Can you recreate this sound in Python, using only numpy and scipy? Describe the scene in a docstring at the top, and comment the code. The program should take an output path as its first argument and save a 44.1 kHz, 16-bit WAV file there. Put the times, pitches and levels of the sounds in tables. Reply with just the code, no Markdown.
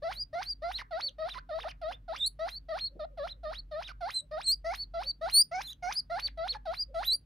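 """Guinea pig wheeking on a blanket

A guinea pig wheeks over three times a second, close by in a quiet room.
Each wheek is one voice tone led along a pitch curve: a low nasal buzz rich in overtones
sweeps up through a noisy rasp into a thin, almost pure whistle; some fall back again.
Chirps, low notes, narrow bands of high noise, steady high tones and soft bumps join in.
Random reflections make the short room tail; sines and noise make the low hum and room tone."""
import sys
import numpy as np
from scipy import signal
from scipy.fft import rfft, irfft, next_fast_len
from scipy.io import wavfile
from scipy.ndimage import uniform_filter1d

SR = 44100
rng = np.random.default_rng(int(sys.argv[2]) if len(sys.argv) > 2 else 0)


def int16_out(signal):
    """Quantize to a 16-bit WAV file."""
    q = np.round(np.clip(np.atleast_2d(signal).T, -1, 1) * 32767)
    wavfile.write(sys.argv[1], SR, q.astype(np.int16))


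N = 319983
EDGE_HZ = 15900  # upper limit of the overtones and of the final sound


def gain_of(db):
    """Turns decibels into an amplitude factor."""
    return 10 ** (np.asarray(db) / 20)


def evened(x):
    """Scales a sound to an average (rms) strength of 1."""
    return x / np.sqrt(np.mean(x ** 2) + 1e-20)


def read(points, hz, order=1):
    """Reads one column of a frequency table, in straight lines over log frequency."""
    columns = np.transpose(points)
    return np.interp(np.log(hz + 1), np.log(columns[0] + 1), columns[order])


def add(mix, s, sound):
    """Adds a sound into the mix at a time in seconds."""
    part = mix[max(round(s * SR), 0):][:len(sound)]
    part += sound[:len(part)]


def coloured(x, gain):
    """Filters a sound by a gain that depends on frequency."""
    size = next_fast_len(len(x) + SR // 20)
    spectrum = rfft(x, size) * gain(np.fft.rfftfreq(size, 1 / SR))
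    return irfft(spectrum, size)[:len(x)]


def wobble(count, rate_hz):
    """Smooth random movement of rms 1, mostly slower than the rate."""
    noise = rng.standard_normal(count)
    return evened(coloured(noise, lambda f: np.exp(-(f / rate_hz) ** 2)))


def band(count, centre_hz, width_hz):
    """Noise of rms 1 gathered around one frequency, like a steep resonance."""
    noise = rng.standard_normal(count)
    return evened(coloured(noise, lambda f: (1 + ((f - centre_hz) / width_hz) ** 2) ** -2))


def background(waver=0.44, drift_radians=0.82, side_share=0.65):
    """Steady noise with low sines that waver in strength and phase; its bass is alike in both ears."""
    # noise of the room, middle part: (frequency [Hz], level [dB per Hz])
    room_tone = [(30, -99), (58, -78.5), (80, -87), (150, -87), (200, -97), (270, -91.5), (330, -103),
                 (450, -107), (1000, -119), (4000, -124), (7000, -135)]
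    # hum of the room: (pitch [Hz], level before wavering [dB])
    hum = [(47.7, -54), (108, -71.5), (148, -72.5)]
    t = np.arange(N) / SR
    tone = lambda f: gain_of(read(room_tone, f)) * np.sqrt(SR / 2)
    mid = coloured(rng.standard_normal(N), tone)
    for hz, db in hum:
        phase = 2 * np.pi * hz * t + drift_radians * wobble(N, 5.6)
        strength = 1 + waver * wobble(N, 4.9)
        mid += np.sqrt(2) * gain_of(db) * strength * np.sin(phase)
    # the difference between the ears has little bass
    side_gain = lambda f: tone(f) * f ** 4 / (f ** 4 + 260 ** 4)
    side = side_share * coloured(rng.standard_normal(N), side_gain)
    return np.array([mid + side, mid - side])


def slipped(t):
    """The factor by which brief cracks in the voice bend its pitch at these times."""
    # slips of the voice: (middle [s], half-length [s], pitch change [share])
    slips = [(0.158, 0.0073, -0.042), (0.169, 0.00885, -0.036), (0.446, 0.006, 0.063),
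             (0.8, 0.00404, -0.12), (0.807, 0.00665, 0.191), (1.3373, 0.009, 0.29), (1.389, 0.00804, 0.174),
             (1.593, 0.00482, 0.34), (1.717, 0.00636, 0.068), (2.207, 0.0054, 0.074),
             (2.235, 0.0167, -0.0222), (2.264, 0.0057, -0.016), (2.505, 0.00375, 0.024),
             (2.55, 0.0078, -0.0476), (2.813, 0.00573, 0.052), (2.846, 0.00735, -0.023),
             (3.25, 0.00824, 0.058), (3.291, 0.0036, -0.068), (3.578, 0.00915, -0.072),
             (3.9, 0.0074, -0.0055), (4.162, 0.0039, .018), (4.169, 0.00775, -0.021), (4.456, 0.012, .08),
             (4.516, 0.0101, -0.031), (5.051, 0.0028, -0.152), (5.308, 0.00603, -0.14),
             (5.422, 0.00376, 0.0565), (5.668, 0.00705, 0.021), (5.688, 0.0162, -0.1595),
             (6.774, 0.0056, 0.000042), (6.776, 0.00903, -0.078), (7.08, 0.0138, 0.0407),
             (7.115, 0.0093, -0.0069)]
    return 1 + sum(share * np.exp(-np.abs((t - s) / half) ** 3) for s, half, share in slips)


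def voice(t, hz, db, mouth, effort_db,
          second_db=-38, slope_db=-8,  # whistle's second overtone; buzz's slope per octave of overtone
          split=0.5, muffling=0.93,
          near_db=-31, near_hz=450, high_db=-35,  # noise near the tone and in high bands, relative to it
          rasp_db=-54, air_db=-72, onset_db=-65, onset_fall=0.0037, rasp_rise=.025, rasp_fall=0.0249,
          buzz_from_hz=5000, buzz_full_hz=6500,  # effort brightens overtones from here to here
          muting_db=85, nasal_hz=1900, whistle_hz=3380,
          lock_hz=3650, hiss_db=-62, hiss_hz=11500, locked_db=-31,
          attack=.006, release=0.002,  # seconds
          jitter=.007, sweep_jitter=.014, flutter=.2,  # shares, scaled by the register or overtone
          uneven_db=2.5, ragged_db=4, ragged_hz=300):
    """Vocal folds follow a pitch and a level: many overtones when low, an almost pure whistle when high."""
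    # gain of throat and nose on the overtones: (frequency [Hz], gain [dB])
    throat = [(800, 2.5), (1250, -4.5), (1700, 0), (2050, 5), (2550, -15.5), (3300, -17), (4050, -1.5),
              (4700, 2), (5300, -4.5), (6000, -13), (6800, -25.5), (9000, -23.5), (16000, -32)]
    # colour of the rasp, only its shape counts: (frequency [Hz], relative level [dB per Hz])
    rasp_colour = [(300, -15), (600, -3.5), (1900, -0.5), (2700, 0), (4400, 1.5), (5300, -0.5),
                   (6100, -13.5), (7800, -22.5), (10000, -14.5), (15500, -26)]
    # colour of the high noise that follows the whistle, only its shape counts:
    # (frequency [Hz], relative level [dB per Hz])
    high_colour = [(7400, -25.5), (8300, 2), (9000, -15.5), (10000, -1.5), (10700, -23), (13500, -29),
                   (14200, 0), (14900, -27.5)]
    count = len(t)
    whistling = np.clip((hz - whistle_hz) / 420 + .5, 0, 1)

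    # the folds are least steady between the two registers, buzz and whistle
    sweeping = np.exp(-(np.log(hz / 1900) / 0.6235) ** 2) * (1 - whistling)
    shaking = sweeping + .15 * (1 - whistling)
    drifting = (1 - .7 * whistling) * wobble(count, 70)
    unsteady_hz = hz * (1 + jitter * drifting + sweep_jitter * shaking * wobble(count, 500))
    turns = np.cumsum(unsteady_hz) / SR

    # when the fundamental crosses the throat's valley, the overtones keep their strength
    source_db = -muffling * read(throat, hz)
    folds = np.sin(2 * np.pi * turns)
    for k in range(2, 20):
        partial_hz = k * hz
        buzzing_db = source_db + slope_db * np.log2(k) + read(throat, partial_hz / mouth)
        buzzing_db += uneven_db * wobble(count, 37)
        brightened = np.clip((partial_hz - buzz_from_hz) / (buzz_full_hz - buzz_from_hz), 0, 1)
        buzzing_db += effort_db * (1 - sweeping) * brightened
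        # a narrow mouth mutes the nasal resonance
        buzzing_db += muting_db * min(mouth - 1, 0) * np.exp(-((partial_hz - nasal_hz) / 400) ** 2)
        whistled_db = second_db if k == 2 else -60
        gain = gain_of((1 - whistling) * buzzing_db + whistling * whistled_db) * (partial_hz < EDGE_HZ)
        # the highest overtones are the least steady
        shake = wobble(count, 200) + 1j * wobble(count, 200)
        unsteady = flutter * np.minimum(partial_hz / 4000, 3) * shake
        folds += gain * ((1 + unsteady) * np.exp(2j * np.pi * k * turns)).imag

    # between the registers strong and weak cycles alternate in fits, adding strands between the overtones
    folds *= 1 + split * sweeping * wobble(count, 220) * np.cos(np.pi * turns)
    # there the tone also stutters, sagging in brief, uneven gaps
    folds *= gain_of(ragged_db * sweeping * np.minimum(wobble(count, ragged_hz), .5))

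    # turbulence builds toward each register break and lingers after it, in one puff a cycle
    u = t - t[0]
    lingering = np.maximum.accumulate(sweeping * np.exp(u / rasp_fall)) * np.exp(-u / rasp_fall)
    ahead = np.maximum.accumulate((sweeping * np.exp(-u / rasp_rise))[::-1])[::-1]
    building = ahead * np.exp(u / rasp_rise)
    pulsing = 1 + 1.4 * np.cos(2 * np.pi * turns)
    puffs = rng.standard_normal(count) * pulsing * gain_of(2.2 * wobble(count, 120))
    rasp = evened(coloured(puffs, lambda f: gain_of(read(rasp_colour, f))))
    turbulence = gain_of(rasp_db) * np.maximum(lingering, building) + gain_of(air_db) * (1 - whistling)
    # a small puff escapes as the folds first part
    first_puff = gain_of(onset_db) * np.exp(-u / onset_fall)
    rasp *= gain_of(0.13 * effort_db) * turbulence + first_puff
    # air hisses through the folds as they lock into the whistle
    locking = np.exp(-((hz - lock_hz) / 550) ** 2) * np.clip((locked_db - db) / 10, 0, 1)
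    rasp += gain_of(hiss_db + effort_db) * locking * band(count, hiss_hz, hiss_hz / 2)
    rasp *= np.clip((t[-1] - t) / rasp_fall, 0, 1)

    # noise near the whistle's tone and in fixed high bands follows its level
    high_noise = evened(coloured(rng.standard_normal(count), lambda f: gain_of(read(high_colour, f))))
    spread = wobble(count, near_hz) + 1j * wobble(count, near_hz)
    near_noise = (spread * np.exp(2j * np.pi * turns)).real
    noise = whistling * (gain_of(db + near_db) * near_noise + gain_of(db + high_db) * high_noise)
    gate = np.clip(np.minimum(u / attack, (t[-1] - t) / release), 0, 1)
    return gate * (np.sqrt(2) * gain_of(db) * folds + rasp + noise)


def wheek(start, to_sweep, width, to_crest, fall, onset_hz, early_hz, middle_hz, scoop_hz,
          first_hz, crest_hz, end_hz, bend, swell, top_db, mouth, effort_db):
    """A wavering buzz sweeps along an S-curve into a whistle that swells, moves to a crest and falls."""
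    # buzz: where its four pitches lie (shares of the time to the sweep), and its raised onset pitch
    buzz_places, flick, flick_s = (.08, .28, .52, .76), 0.28, 0.0018
    # buzz: base level, softer start, and loss as the sweep begins
    buzz_db, soft_start_db, soft_start_s, sag_db, sag_share = -34.5, 10.5, 0.01283, 9, 0.1596
    # effort: usual value, and how much any extra changes the level of the buzz and of the sweep
    usual_effort_db, buzz_effort, sweep_effort = 2.5, 0.13, 0.06
    # whistle: level it swells from, loss by its end, level after falling far, shimmer
    lock_db, fade_db, fallen_db, shimmer_db = -50.5, 7.5, -50, 1.1
    # whistle pitch: scale of a late climber's sag, waver (share), rate of waver and shimmer
    droop, waver, waver_hz = .112, 0.0023, 60
    # break: place and width in the sweep (shares), scales of its dip and pitch flip, effort that halves it
    break_share, break_width, break_dip_db, break_flip, half_effort_db = 0.945, 0.027, 9, .04, -12

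    t = np.arange(0, to_sweep + to_crest + fall, 1 / SR)
    since = t - to_sweep
    swept = .5 + .5 * since / np.hypot(since, width)
    held = np.clip(since / to_crest, 0, 1)
    fallen = np.clip((since - to_crest) / fall, 0, 1) ** 2

    low_hz = np.interp(t / to_sweep, buzz_places, [onset_hz, early_hz, middle_hz, scoop_hz])
    low_hz = uniform_filter1d(low_hz, size=SR // 100) * (1 + flick * np.exp(-t / flick_s))
    high_hz = first_hz * (crest_hz / first_hz) ** (held ** bend) * (end_hz / crest_hz) ** fallen
    sagging = droop * (1 - 1 / bend) * np.sin(np.pi * held)
    high_hz *= 1 - sagging + waver * wobble(len(t), waver_hz)

    low_db = buzz_db - soft_start_db * np.exp(-t / soft_start_s)
    low_db -= sag_db * np.minimum(swept / sag_share, 1)
    low_db += (effort_db - usual_effort_db) * (buzz_effort + sweep_effort * swept)
    swelling = np.sin(np.pi / 2 * np.clip(since / swell, 0, 1)) ** 2
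    high_db = lock_db + (top_db - lock_db) * swelling
    high_db -= fade_db * fallen
    high_db += (fallen_db - high_db) * np.clip(1.5 * np.log2(crest_hz / end_hz) * fallen, 0, 1)
    high_db += shimmer_db * wobble(len(t), waver_hz)
    locked = np.clip((swept - .7) / 0.039, 0, 1)

    # a strained voice overshoots, dips and catches again a little lower
    past_break = (swept - break_share) / break_width
    broken = np.clip(1.5 - effort_db / half_effort_db, 0, 1.5) * np.exp(-past_break ** 2)
    flip = 1 + break_flip * broken * (.5 - np.tanh(8 * past_break))
    db = low_db + (high_db - low_db) * locked - break_dip_db * broken
    hz = low_hz * (high_hz / low_hz) ** swept * flip * slipped(start + t)
    return start, voice(t, hz, db, mouth, effort_db)


def low_note(s, hz, db, length=.09, waver=0.06):
    """A soft, low sine whose pitch wavers at random, centred on its time."""
    count = round(length * SR)
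    turns = np.cumsum(hz * (1 + waver * wobble(count, 60))) / SR
    return s - length / 2, np.sqrt(2) * gain_of(db) * np.hanning(count) * np.sin(2 * np.pi * turns)


def bump(s, db, hz, rise=0.01):
    """A dull push on the blanket: low noise that rises quickly and dies away."""
    u = np.arange(SR // 5) / SR / rise
    return s, gain_of(db) * u * np.exp(1 - u) * band(len(u), hz, hz / 2)


def chirp(start, length, first_hz, middle_hz, last_hz, db, mouth, effort_db, ends_db=-5):
    """The same voice on one short pitch curve through three points, loudest in the middle."""
    t = np.arange(0, length, 1 / SR)
    place = 2 * t / length - 1
    curve = np.polyfit([-1, 0, 1], np.log([first_hz, middle_hz, last_hz]), 2)
    hz = np.exp(np.polyval(curve, place))
    return start, voice(t, hz * slipped(start + t), db + ends_db * place ** 2, mouth, effort_db)


def noise_band(start, length, hz, glide_hz, width_hz, db, edge=0.0035):
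    """A rough, narrow band of high noise with quick edges; its pitch may glide."""
    t = np.arange(0, length, 1 / SR)
    gate = np.clip(np.minimum(t, length - t) / edge, 0, 1)
    climb = np.exp(2j * np.pi * np.cumsum(glide_hz * (t / length - .5)) / SR)
    noise = rng.standard_normal(len(t))
    rough = evened(coloured(noise, lambda f: np.exp(-np.abs((f - hz) / width_hz) ** 3)))
    # turning the phase shifts the whole band up or down
    return start, gain_of(db) * gate * (signal.hilbert(rough) * climb).real


def steady_tone(start, length, hz, db, edge=0.0097):
    """A pure, steady high sine with quick edges."""
    t = np.arange(0, length, 1 / SR)
    gate = np.clip(np.minimum(t, length - t) / edge, 0, 1)
    return start, np.sqrt(2) * gain_of(db) * gate * np.sin(2 * np.pi * hz * t)


def microphones(x):
    """Two microphones share the close sounds unequally, depending on frequency."""
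    # balance at the microphones: (frequency [Hz], left minus right [dB])
    balance = [(550, 0.5), (720, 2), (950, -4), (1250, -30), (1600, -1.5), (2300, 2.5), (3100, -5.5),
               (4000, -1.5), (5000, 1)]
    left_share = lambda f: 1 / (1 + gain_of(-read(balance, f)))
    left = 2 * coloured(x, left_share)
    return np.array([left, 2 * x - left])


def tail(x, side, side_t60_share=0.674):
    """Sparse reflections of random sign, each band dying at its own speed; the side part dies sooner."""
    # the room's tail: (frequency [Hz], time for the middle part to fall 60 dB [s],
    # middle level [dB], side level [dB])
    room_bands = [(530, 0.35, -24.5, -7), (700, 0.11, -19, -5), (1230, 0.42, -24, -9),
                  (2450, 0.1, -6.5, -13), (4700, 0.1232, -22.5, -18), (9000, 0.14, -21.5, -20),
                  (15000, 0.1, -14, -11)]
    taps = np.zeros(SR // 2)
    at = np.arange(SR // 300, len(taps) - 20, 20)
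    taps[at + rng.integers(0, 20, len(at))] = rng.choice([-1., 1.], len(at))
    hz, t, z = signal.stft(taps, SR, nperseg=256)
    t60 = read(room_bands, hz) * (side_t60_share if side else 1)
    decay = gain_of(-60 * t / t60[:, None])
    # dividing by the energy keeps a band's level apart from its decay
    energy = np.mean(decay[:, 1:] ** 2, axis=1) * len(at)
    gain = gain_of(read(room_bands, hz, order=3 if side else 2)) / np.sqrt(energy)
    response = signal.istft(z * decay * gain[:, None], SR, nperseg=256)[1]
    return signal.fftconvolve(x, response)[:N]


def room(x):
    """A short tail: a part shared by both ears plus a side part of opposite sign in each."""
    mid, side = tail(x, side=False), tail(x, side=True)
    return np.array([mid + side, mid - side])


def scene():
    """Sums the voice, low notes, bumps, noise bands and high tones, colours them, adds room and background."""
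    # All levels here are before the colour of the microphones.
    # wheeks: (start [s], time to the sweep's middle [s], sweep half-width [s], time on to the crest [s],
    # fall [s], buzz's onset pitch [Hz], early pitch [Hz], middle pitch [Hz], scooping pitch [Hz],
    # whistle's first pitch [Hz], crest pitch [Hz], end pitch [Hz], climb exponent [1 even, more = late],
    # whistle's swell [s], level it swells to [dB], mouth opening [factor on the throat], effort [dB])
    wheeks = [(0.02, 0.1026, 0.012, 0.08874, 0.0289, 566.4, 671.6, 638.4, 695, 4030, 4907, 4734, 1.08, 0.1193, -33.5, 0.953, 3.5),
              (0.328, 0.0977, 0.0112, 0.06736, 0.044, 602, 685, 675.4, 700, 3975, 4906, 4557, 1.063, 0.094, -33, 0.957, 5),
              (0.618, 0.09815, 0.0067, 0.0532, 0.0261, 586.5, 675, 677.6, 698.2, 3699, 4394, 1580, 1.106, 0.0472, -35.5, 0.955, -0.5),
              (0.907, 0.09966, 0.0097, 0.0633, 0.0261, 728, 620, 637, 700, 4819, 4500, 2750, 0.887, 0.0228, -32.5, 0.926, -8),
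              (1.182, 0.1088, 0.0085, 0.0193, 0.0432, 616, 641, 616.5, 668, 3844, 4308, 958, 0.98, 0.023, -38.5, 0.91, -8.5),
              (1.489, 0.1122, 0.008, 0.0173, 0.0272, 704.5, 591.7, 639.3, 620.1, 3904, 4100, 610, 1, 0.029, -43, 0.889, -13.5),
              (1.639, 0.0479, 0.005, 0.00862, 0.028, 940, 576, 643, 700, 3350, 3336, 1510, 1.01, 0.012, -48, 0.908, -7.5),
              (1.813, 0.1086, 0.0072, 0.0114, 0.0253, 692, 611.3, 634.5, 683.9, 3900, 3680, 3680, 1.02, 0.018, -49.5, 0.896, -13.5),
              (2.079, 0.0788, 0.016, 0.11485, 0.01005, 701, 611, 609.5, 792.7, 4018, 4509, 4170, 3.88, 0.065, -30, 0.899, -4.5),
              (2.389, 0.09737, 0.0093, 0.0899, 0.0107, 619, 647, 647.3, 675.8, 3761, 4581, 4400, 0.91, 0.086, -40.5, 0.94, 2),
              (2.684, 0.10085, 0.0105, 0.0838, 0.0161, 635, 655, 577.9, 695.4, 4330, 4423, 3930, 1.017, 0.0304, -35, 0.924, -6),
              (3.172, 0.10393, 0.0082, 0.0344, 0.0225, 691, 564, 563.7, 623.8, 4030, 4257, 3580, 1.46, 0.0507, -43, 0.908, -15.5),
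              (3.431, 0.10294, 0.0162, 0.0543, 0.01806, 681, 585, 589.7, 573.2, 3538, 4689, 4150, 0.877, 0.099, -38, 0.902, -16),
              (3.711, 0.1123, 0.0127, 0.0324, 0.038, 628.5, 582, 609.9, 623.1, 3458, 4176, 1780, 0.85, 0.071, -41.5, 0.901, -16.5),
              (4.006, 0.0952, 0.014, 0.05975, 0.0458, 733, 658.7, 684.9, 754.4, 4325, 4227, 3890, 0.97, 0.0718, -31, 0.935, 3.5),
              (4.31, 0.10106, 0.012, 0.11964, 0.0161, 582, 627, 588.5, 680.2, 4594, 4880, 4590, 5.9, 0.0934, -25.5, 0.922, -11),
              (4.642, 0.10294, 0.012, 0.0776, 0.0209, 630, 665, 657, 699.5, 4723, 4587, 4144, 1.4, 0.084, -35, 1.039, 9.5),
              (4.936, 0.09516, 0.0111, 0.0746, 0.0117, 650, 675.5, 642.4, 693.7, 4822, 4681, 4030, 1.3, 0.0545, -32, 0.925, -0.5),
              (5.21, 0.08564, 0.0088, 0.12, 0.0127, 608.5, 661, 643.4, 736.3, 4230, 4774, 4800, 1.164, 0.0632, -21.5, 0.9114, 10),
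              (5.512, 0.1018, 0.009, 0.103, 0.017, 654, 721.6, 726.6, 726.2, 4320, 3990, 3013, 0.89, 0.028, -45.5, 1.125, 5),
              (5.823, 0.0973, 0.012, 0.06176, 0.0259, 703, 709, 709, 741.3, 4029, 5131, 4320, 0.937, 0.066, -27.5, 1.096, 11.5),
              (6.097, 0.09834, 0.009, 0.0659, 0.0287, 630, 705, 660.1, 742.8, 4747, 4619, 1360, 1.115, 0.0684, -29.5, 0.945, 7.5),
              (6.372, 0.10594, 0.0059, 0.0311, 0.05, 655, 651, 654.8, 713.4, 4360, 4482, 863, 0.916, 0.0132, -32.5, 0.9204, -9.5),
              (6.653, 0.0888, 0.0095, 0.0778, 0.02106, 779, 630, 643.1, 655.7, 4047, 4935, 4530, 0.826, 0.072, -32, 0.8965, 1),
              (6.941, 0.09487, 0.014, 0.103, 0.01895, 663, 640, 654.5, 720.4, 4421, 4741, 4700, 8, 0.0475, -26, 0.907, 12)]
    # faint notes under and between the wheeks: (middle [s], pitch [Hz], level [dB])
    low_notes = [(0.18, 643, -69.5), (1.045, 598, -60.5), (1.09, 536.7, -64), (1.62, 495.8, -60),
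                 (1.92, 530, -59.5), (2.18, 558.6, -66.5), (2.93, 553.5, -67.5), (3.13, 550.9, -64),
                 (3.37, 550.8, -73.5), (4.235, 558.2, -68), (5.06, 574.5, -58), (6.26, 561, -63.5),
                 (6.54, 545.6, -57), (6.916, 539.8, -58.5), (7.134, 553.4, -61)]
    # soft bumps as the animal shifts: (start [s], level [dB], centre [Hz])
    bumps = [(0.327, -65, 96.5), (2.951, -58.5, 200.5), (2.954, -54, 450)]
    # chirps, mostly tacked on to a wheek that has fallen back: (start [s], length [s], first pitch [Hz],
    # middle pitch [Hz], last pitch [Hz], level [dB], mouth opening [factor on the throat], effort [dB])
    chirps = [(0.784, 0.0423, 1842, 1824, 796.5, -43.5, 0.965, 14.5),
              (1.343, 0.05454, 1277, 998.6, 1507, -44, 0.934, 8),
              (2.992, 0.06245, 700, 593, 735.7, -38, 0.8774, -14),
              (3.887, .034, 1510, 1507, 1065, -47.5, 1, 2.5),
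              (6.544, 0.02874, 1032, 848.6, 880.7, -43, 0.95, 10.5)]
    # rough, narrow bands of high noise during some whistles: (start [s], length [s], centre [Hz],
    # climb over its length [Hz], width [Hz], level [dB])
    noise_bands = [(2.186, 0.102, 7760, 0.5, 119.4, -50), (2.818, 0.036, 8230, -0.5, 296.7, -63),
                   (2.259, 0.0114, 7615, -2, 455.4, -30.5), (2.262, 0.0221, 9758, 3, 454, -40.5),
                   (2.264, 0.018, 13990, 0, 397.4, -54), (4.14, 0.0716, 8158, 14, 417, -40.5),
                   (4.431, 0.044, 8310, -1.5, 450, -47.5), (4.464, 0.0562, 8140, -4.5, 424, -31.5),
                   (4.483, 0.0447, 14110, 599.5, 299.4, -48.5), (4.516, 0.0108, 9885, 6.5, 252, -42),
                   (5.327, 0.041, 8174, 0.5, 400, -46), (5.336, 0.078, 14100, 600, 199, -40.5),
                   (5.362, .055, 9855, -0.5, 219.2, -48.5), (5.939, 0.0295, 9960, 5.5, 300, -52),
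                   (5.968, 0.0382, 10370, 1.5, 306, -53), (7.1, 0.038, 8080, -5.5, 450, -43),
                   (7.125, 0.0434, 9800, 10, 300, -48.5), (7.126, 0.0302, 14050, 0, 298.3, -56.5)]
    # thin, steady high tones sounding during a few whistles:
    # (start [s], length [s], pitch [Hz], level [dB])
    steady_tones = [(5.337, 0.089, 9130, -27), (5.659, 0.062, 6715, -60.5), (5.662, 0.042, 10340, -74),
                    (7.056, 0.0356, 11900, -37)]
    # colour common to both microphones: (frequency [Hz], gain [dB])
    mic_colour = [(5400, 0.5), (6500, 2), (7400, -11), (8300, -5), (9400, 3.5), (12500, -5), (14200, 3.5),
                  (15500, -13)]
    close_sounds = np.zeros(N)
    for row in wheeks:
        add(close_sounds, *wheek(*row))
    for row in low_notes:
        add(close_sounds, *low_note(*row))
    for row in bumps:
        add(close_sounds, *bump(*row))
    for row in chirps:
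        add(close_sounds, *chirp(*row))
    for row in noise_bands:
        add(close_sounds, *noise_band(*row))
    for row in steady_tones:
        add(close_sounds, *steady_tone(*row))
    close_sounds = coloured(close_sounds, lambda f: gain_of(read(mic_colour, f)))
    return microphones(close_sounds) + room(close_sounds) + background()


def record(dry):
    """Cuts the highest treble with a steep low-pass filter."""
    lowpass = signal.firwin(511, EDGE_HZ, window=("kaiser", 9), fs=SR)
    return signal.oaconvolve(dry, lowpass[None], "same", axes=1)


dry = scene()
out = record(dry)
int16_out(out)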